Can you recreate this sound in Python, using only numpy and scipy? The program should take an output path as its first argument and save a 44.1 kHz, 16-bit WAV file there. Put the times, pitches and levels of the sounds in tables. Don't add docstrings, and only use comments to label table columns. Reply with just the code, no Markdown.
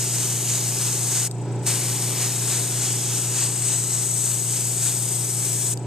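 import sys
import numpy as np
from scipy import signal
from scipy.fft import rfft, irfft, next_fast_len
from scipy.io import wavfile
from scipy.ndimage import uniform_filter1d, map_coordinates

SR = 44100
rng = np.random.default_rng(int(sys.argv[2]) if len(sys.argv) > 2 else 0)


def bounce(signal):
    frames = np.transpose(np.atleast_2d(signal))
    limited = np.clip(frames, -1, 1)
    pcm = np.round(limited * 32767).astype(np.int16)
    wavfile.write(sys.argv[1], SR, pcm)


N = 258426

# (time [s], splash swell [dB])
SWEEPS = [(.215, 2.5), (.535, 3.5), (.845, 3.5), (1.18, 3.5), (1.73, 2.5), (2.23, 4), (2.535, 6),
          (2.86, 4.5), (3.14, 2), (3.41, 6.5), (3.705, 5), (3.975, 3), (4.285, 3), (4.563, 4), (4.88, 7),
          (5.14, 2), (5.465, 3.5), (5.65, 2)]
# (press [s], release [s])
PRESSES = [(-1, 1.274), (1.668, 5.736)]
# (time [s], relative splash, port ring, fizz [dB])
SPRAY_MIX = [(0, -38.5, -31, -37), (.7, -39, -32, -36), (1.25, -38, -31, -36.5), (1.7, -37, -30.5, -37),
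             (2.15, -37.5, -32, -36), (2.7, -39.5, -31.5, -38), (3.15, -39.5, -31, -38),
             (3.6, -41.5, -28.5, -40), (4.1, -42.5, -28.5, -37), (4.7, -42.5, -29.5, -36.5),
             (5.2, -44, -30, -37), (5.75, -43, -28.5, -36.5)]
# (time [s], gain [dB])
GLANCE = [(0, 1.5), (1.25, 2.5), (1.7, -9), (2.4, -6), (3, 2.5), (3.7, 2), (4.6, 0), (5.2, -6), (5.75, 2)]
# (time [s], share of its power [0-1])
RING_FOCUS = [(0, 0.16), (3.1, 0.2), (3.5, 0.56), (4.4, 0.64), (4.9, 0.17), (5.75, .25)]
# (frequency [Hz], relative level [dB])
SPLASH_EQ = [(150, -32), (500, -5.5), (1000, -3), (1900, -3), (2900, 0.5), (3250, 0), (3700, 2),
             (5100, 0.5), (6500, -1.5), (9000, -2.5), (12000, -4.5), (15000, -10.5)]
HISS_EQ = [(3500, -33), (4900, -10.5), (5700, -11.5), (6250, -1.5), (7100, 0.5), (7700, 1.5), (9000, -14),
           (13000, -28)]
BROAD_RING_EQ = [(3000, -36), (6000, -21.5), (7200, -12), (7700, -2.5), (8200, 0.5), (8600, 0.5),
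                 (9100, -10.5), (10000, -16.5), (14000, -35)]
SHARP_RING_EQ = [(6500, -45), (7600, -11), (7900, -0.5), (8150, -2.5), (8450, -6), (8900, -25),
                 (11000, -43)]
FIZZ_EQ = [(3000, -24), (7000, 2.5), (9000, 6.5), (10200, 3.5), (11500, 0.5), (13000, 0), (14200, -0.5)]
# (frequency [Hz], left-right correlation [0-1])
CLOSE_IMAGE = [(60, .95), (400, 0.91), (1000, 0.94), (3300, 1), (4500, 1), (5500, 0.66), (9000, 0.55),
               (14000, .2)]
# (time [s], relative level [dB])
DRONE_GAIN_RIDE = [(0, -42.5), (1.15, -42.5), (1.3, -44.5), (1.39, -40.5), (1.49, -37), (1.62, -37.5),
                   (1.75, -40.5), (2.4, -42), (3.2, -42.5), (4.1, -45), (5.7, -43.5), (5.86, -40)]
# (hum multiple, shaft multiple, level before swells [dB])
COMPRESSOR_TONES = [(0, 2, -63), (0, 4, -46), (1, 0, -30), (0, 5, -58), (1, 1, -43), (2, -3, -60),
                    (1, 2, -44), (2, -1, -51), (2, 0, -55), (0, 9, -59), (1, 5, -60), (4, -7, -60),
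                    (2, 2, -50), (3, -2, -52), (2, 3, -51), (3, -1, -56), (0, 12, -57), (2, 4, -54),
                    (0, 13, -50), (3, 1, -56), (4, -3, -53), (0, 14, -52), (2, 6, -56), (3, 2, -54),
                    (0, 15, -54), (0, 17, -59), (0, 20, -60), (0, 25, -55), (0, 28, -57), (0, 30, -59),
                    (0, 34, -62), (0, 45, -65)]
# (frequency [Hz], relative level [dB])
CASING_EQ = [(25, -15), (90, -4), (200, -6), (300, -8), (400, 0.5), (500, 2.5), (640, -13.5), (780, -0.5),
             (1000, -4.5), (1150, -25), (1450, -14), (2000, -24), (3000, -41)]
CHUFF_EQ = [(20, -34), (60, -10.5), (110, 3.5), (220, -1.5), (400, -1), (620, -3), (850, -2), (1150, -17.5),
            (1500, -13), (2000, -18.5), (2400, -15), (2900, -19), (7000, -23.5), (10000, -41)]
LEAK_EQ = [(5000, -32), (6700, -21), (6900, -11), (7100, -14), (7800, -5), (7980, 5), (8180, -8),
           (8700, -13), (10000, -30), (14000, -45)]
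RUMBLE_EQ = [(15, -6), (30, -12), (60, -3), (100, 9), (250, -18), (1000, -42)]
# (frequency [Hz], left-right correlation [0-1])
DIFFUSE_IMAGE = [(60, 1), (400, 1), (1000, 0.76), (2500, 0.88), (5000, 0.27), (10000, .1)]
# (frequency [Hz], relative level [dB], 60 dB decay time [s])
BODY_MODES = [(3700, -8, .012), (4700, -3, 0.011), (6000, -15, .012), (7200, -6, .012), (8500, 2, .018),
              (11800, -8, .01)]
# (frequency [Hz], right minus left [dB])
RIGHT_PORT_EQ = [(100, 0.34), (400, 0.7), (800, 0.5), (4500, 0), (5100, 3), (6200, 5), (6700, 5),
                 (7200, 1.5), (7600, -8), (8100, -14), (9000, -9.5), (11500, -11), (13000, -18),
                 (14200, -21)]
# (frequency [Hz], right lag [rad])
RIGHT_PORT_LAG = [(120, 0.27), (300, 0.2), (400, 0.25), (800, -0.14), (3500, 0.06), (4500, -0.69),
                  (5000, -1.4), (6100, -1.4), (7200, 0.26), (7900, 0.7), (8600, -1.2), (10500, -1.55),
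                  (13000, -2)]

SHAFT_HZ, HUM_HZ = 28.568, 120.03
TIME = np.arange(N) / SR


def amp(db):
    return 10 ** (np.asarray(db) / 20)


def unit(x):
    return x / np.sqrt(np.mean(x ** 2) + 1e-20)


def along(points, hz):
    knots_hz, values = np.transpose(points)
    return np.interp(np.log(hz + 1), np.log(knots_hz + 1), values)


def curves(rows):
    times, *columns = np.transpose(rows)
    return [np.interp(TIME, times, column) for column in columns]


def wobble(rate):
    return map_coordinates(rng.standard_normal(int(N * rate / SR) + 4), [TIME * rate])


def filtered(x, response):
    size = next_fast_len(N + SR // 4)
    return irfft(rfft(x, size) * response(np.fft.rfftfreq(size, 1 / SR)), size)[..., :N]


def rush(eq, image):
    def mid_side(hz):
        width = np.arccos(np.clip(along(image, hz), -1, 1)) / 2
        return amp(along(eq, hz)) * [np.cos(width), np.sin(width)]
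    mid, side = filtered(rng.standard_normal((2, N)), mid_side)
    return unit(np.array([mid + side, mid - side]))


def sweeps(half_width_s=0.069):
    return sum(db * np.exp(-((TIME - peak) / half_width_s) ** 2) for peak, db in SWEEPS)


def trigger(step_s=0.013, crack_s=0.032, bleed_s=0.04, surge_s=0.047):
    seep_db, crack_db, surge_db, shut_db = -35, -14.5, 5, -25.5
    flows = []
    for on, off in PRESSES:
        cracking = [(on - crack_s - step_s, seep_db), (on - crack_s, crack_db), (on - step_s, crack_db)]
        held = [(on, 0), (off, 0)]
        closing = [(off + step_s, shut_db), (off + step_s + bleed_s, seep_db)]
        rise = np.clip((TIME - on) / step_s + 1, 0, 1)
        fall = np.exp(-np.maximum(TIME - on, 0) / surge_s)
        flows.append(curves(cracking + held + closing)[0] + surge_db * rise * fall)
    return np.max(flows, axis=0)


def colour_drift(spray, depth_db=1.0):
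    bands = signal.stft(spray, nperseg=512)[2]
    patches = uniform_filter1d(rng.standard_normal(bands.shape[1:]), size=4, axis=0)
    patches = uniform_filter1d(patches, size=50, axis=1)
    return signal.istft(bands * amp(depth_db * unit(patches)), nperseg=512)[1][:, :N]


def airbrush(flutter_db=0.5, spit_db=0.5, waver_db=0.6):
    swells_db = np.outer([1, 0.63, 0.22], sweeps())
    splash_db, ring_db, fizz_db = curves(SPRAY_MIX) + swells_db
    ring_db += waver_db * wobble(25)
    glance_db, = curves(GLANCE)
    focus, = curves(RING_FOCUS)
    splash = amp(splash_db + 4.5) * rush(SPLASH_EQ, CLOSE_IMAGE)
    hiss = amp(splash_db + glance_db + 4.5) * rush(HISS_EQ, CLOSE_IMAGE)
    broad = np.sqrt(1 - focus) * rush(BROAD_RING_EQ, CLOSE_IMAGE)
    sharp = np.sqrt(focus) * rush(SHARP_RING_EQ, CLOSE_IMAGE)
    port_ring = amp(ring_db + 5) * (broad + sharp)
    fizz = amp(fizz_db + 10) * rush(FIZZ_EQ, CLOSE_IMAGE)
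    sputter_db = flutter_db * wobble(70) + spit_db * wobble(900)
    return amp(trigger() + sputter_db) * colour_drift(splash + hiss + port_ring + fizz)


def shaft_turns(drift_turns=0.0046):
    return SHAFT_HZ * TIME + drift_turns * wobble(2.014)


def casing_jolts(turns):
    cycle = np.linspace(0, 1, SR // 16)
    harmonics_hz = SHAFT_HZ * np.arange(len(cycle) // 16)
    gains = amp(along(CASING_EQ, harmonics_hz)) * (harmonics_hz > 0)
    phasors = np.exp(2j * np.pi * rng.random(len(harmonics_hz)))
    return np.interp(turns % 1, cycle, irfft(gains * phasors, len(cycle)))


def compressor(turns, usual_db=-42.0, deep_swell_share=0.53, deep_below_hz=190):
    ride_db, = curves(DRONE_GAIN_RIDE)
    swell_db = ride_db - usual_db
    hum_cycles = HUM_HZ * TIME
    deep_hum, rattle = np.zeros((2, N))
    for hum_order, shaft_order, db in COMPRESSOR_TONES:
        cycles = hum_order * hum_cycles + shaft_order * turns + rng.random()
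        tone = np.sqrt(2) * amp(db) * np.sin(2 * np.pi * cycles)
        if hum_order * HUM_HZ + shaft_order * SHAFT_HZ < deep_below_hz:
            deep_hum += tone
        else:
            rattle += tone
    drone = amp(deep_swell_share * swell_db) * deep_hum + amp(swell_db) * rattle
    buzz = unit(casing_jolts(turns) + casing_jolts(turns) * np.sin(2 * np.pi * hum_cycles))
    chuff = rush(CHUFF_EQ, DIFFUSE_IMAGE) * amp(np.cos(2 * np.pi * turns))
    return drone + amp(ride_db - 6) * buzz + amp(ride_db - 2.5) * chuff


def leak(turns, stroke_phase=0.57, depth_db=5.5, uneven_db=2, level_db=-45.5):
    stroke = np.cos(2 * np.pi * (turns - stroke_phase))
    puffs = rush(LEAK_EQ, DIFFUSE_IMAGE) * amp(depth_db * stroke + uneven_db * wobble(25))
    return amp(level_db) * unit(puffs)


def room_tone(level_db=-63):
    rumble = filtered(rng.standard_normal((2, N)), lambda hz: amp(along(RUMBLE_EQ, hz)))
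    return amp(level_db) * unit(rumble)


def valve_clicks(seat_s=0.0378, attack_s=0.00033, snap_gain=0.7, snap_t60_s=0.011, gain_db=-25):
    clicks = np.zeros((2, N + SR))
    t = np.arange(SR // 10) / SR
    attack = 1 - np.exp(-t / attack_s)
    low_cut = signal.butter(2, 3500, "highpass", fs=SR, output="sos")
    for _, release in PRESSES:
        ring = sum(amp(db - 60 * t / t60) * np.sin(2 * np.pi * (hz * t + rng.random((2, 1))))
                   for hz, db, t60 in BODY_MODES)
        bright_noise = signal.sosfilt(low_cut, rng.standard_normal((2, len(t))))
        snap = snap_gain * amp(-60 * t / snap_t60_s) * bright_noise
        start = round((release + seat_s) * SR)
        clicks[:, start:start + len(t)] += amp(gain_db) * (ring + snap) * attack
    return clicks[:, :N]


def scene():
    turns = shaft_turns()
    return airbrush() + compressor(turns) + leak(turns) + room_tone() + valve_clicks()


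def record(dry, top_hz=14230):
    def ports(hz):
        right = amp(along(RIGHT_PORT_EQ, hz)) * np.exp(-1j * along(RIGHT_PORT_LAG, hz))
        return np.array([np.ones_like(hz), right]) * (hz < top_hz)
    return filtered(dry, ports)


dry = scene()
out = record(dry)
bounce(out)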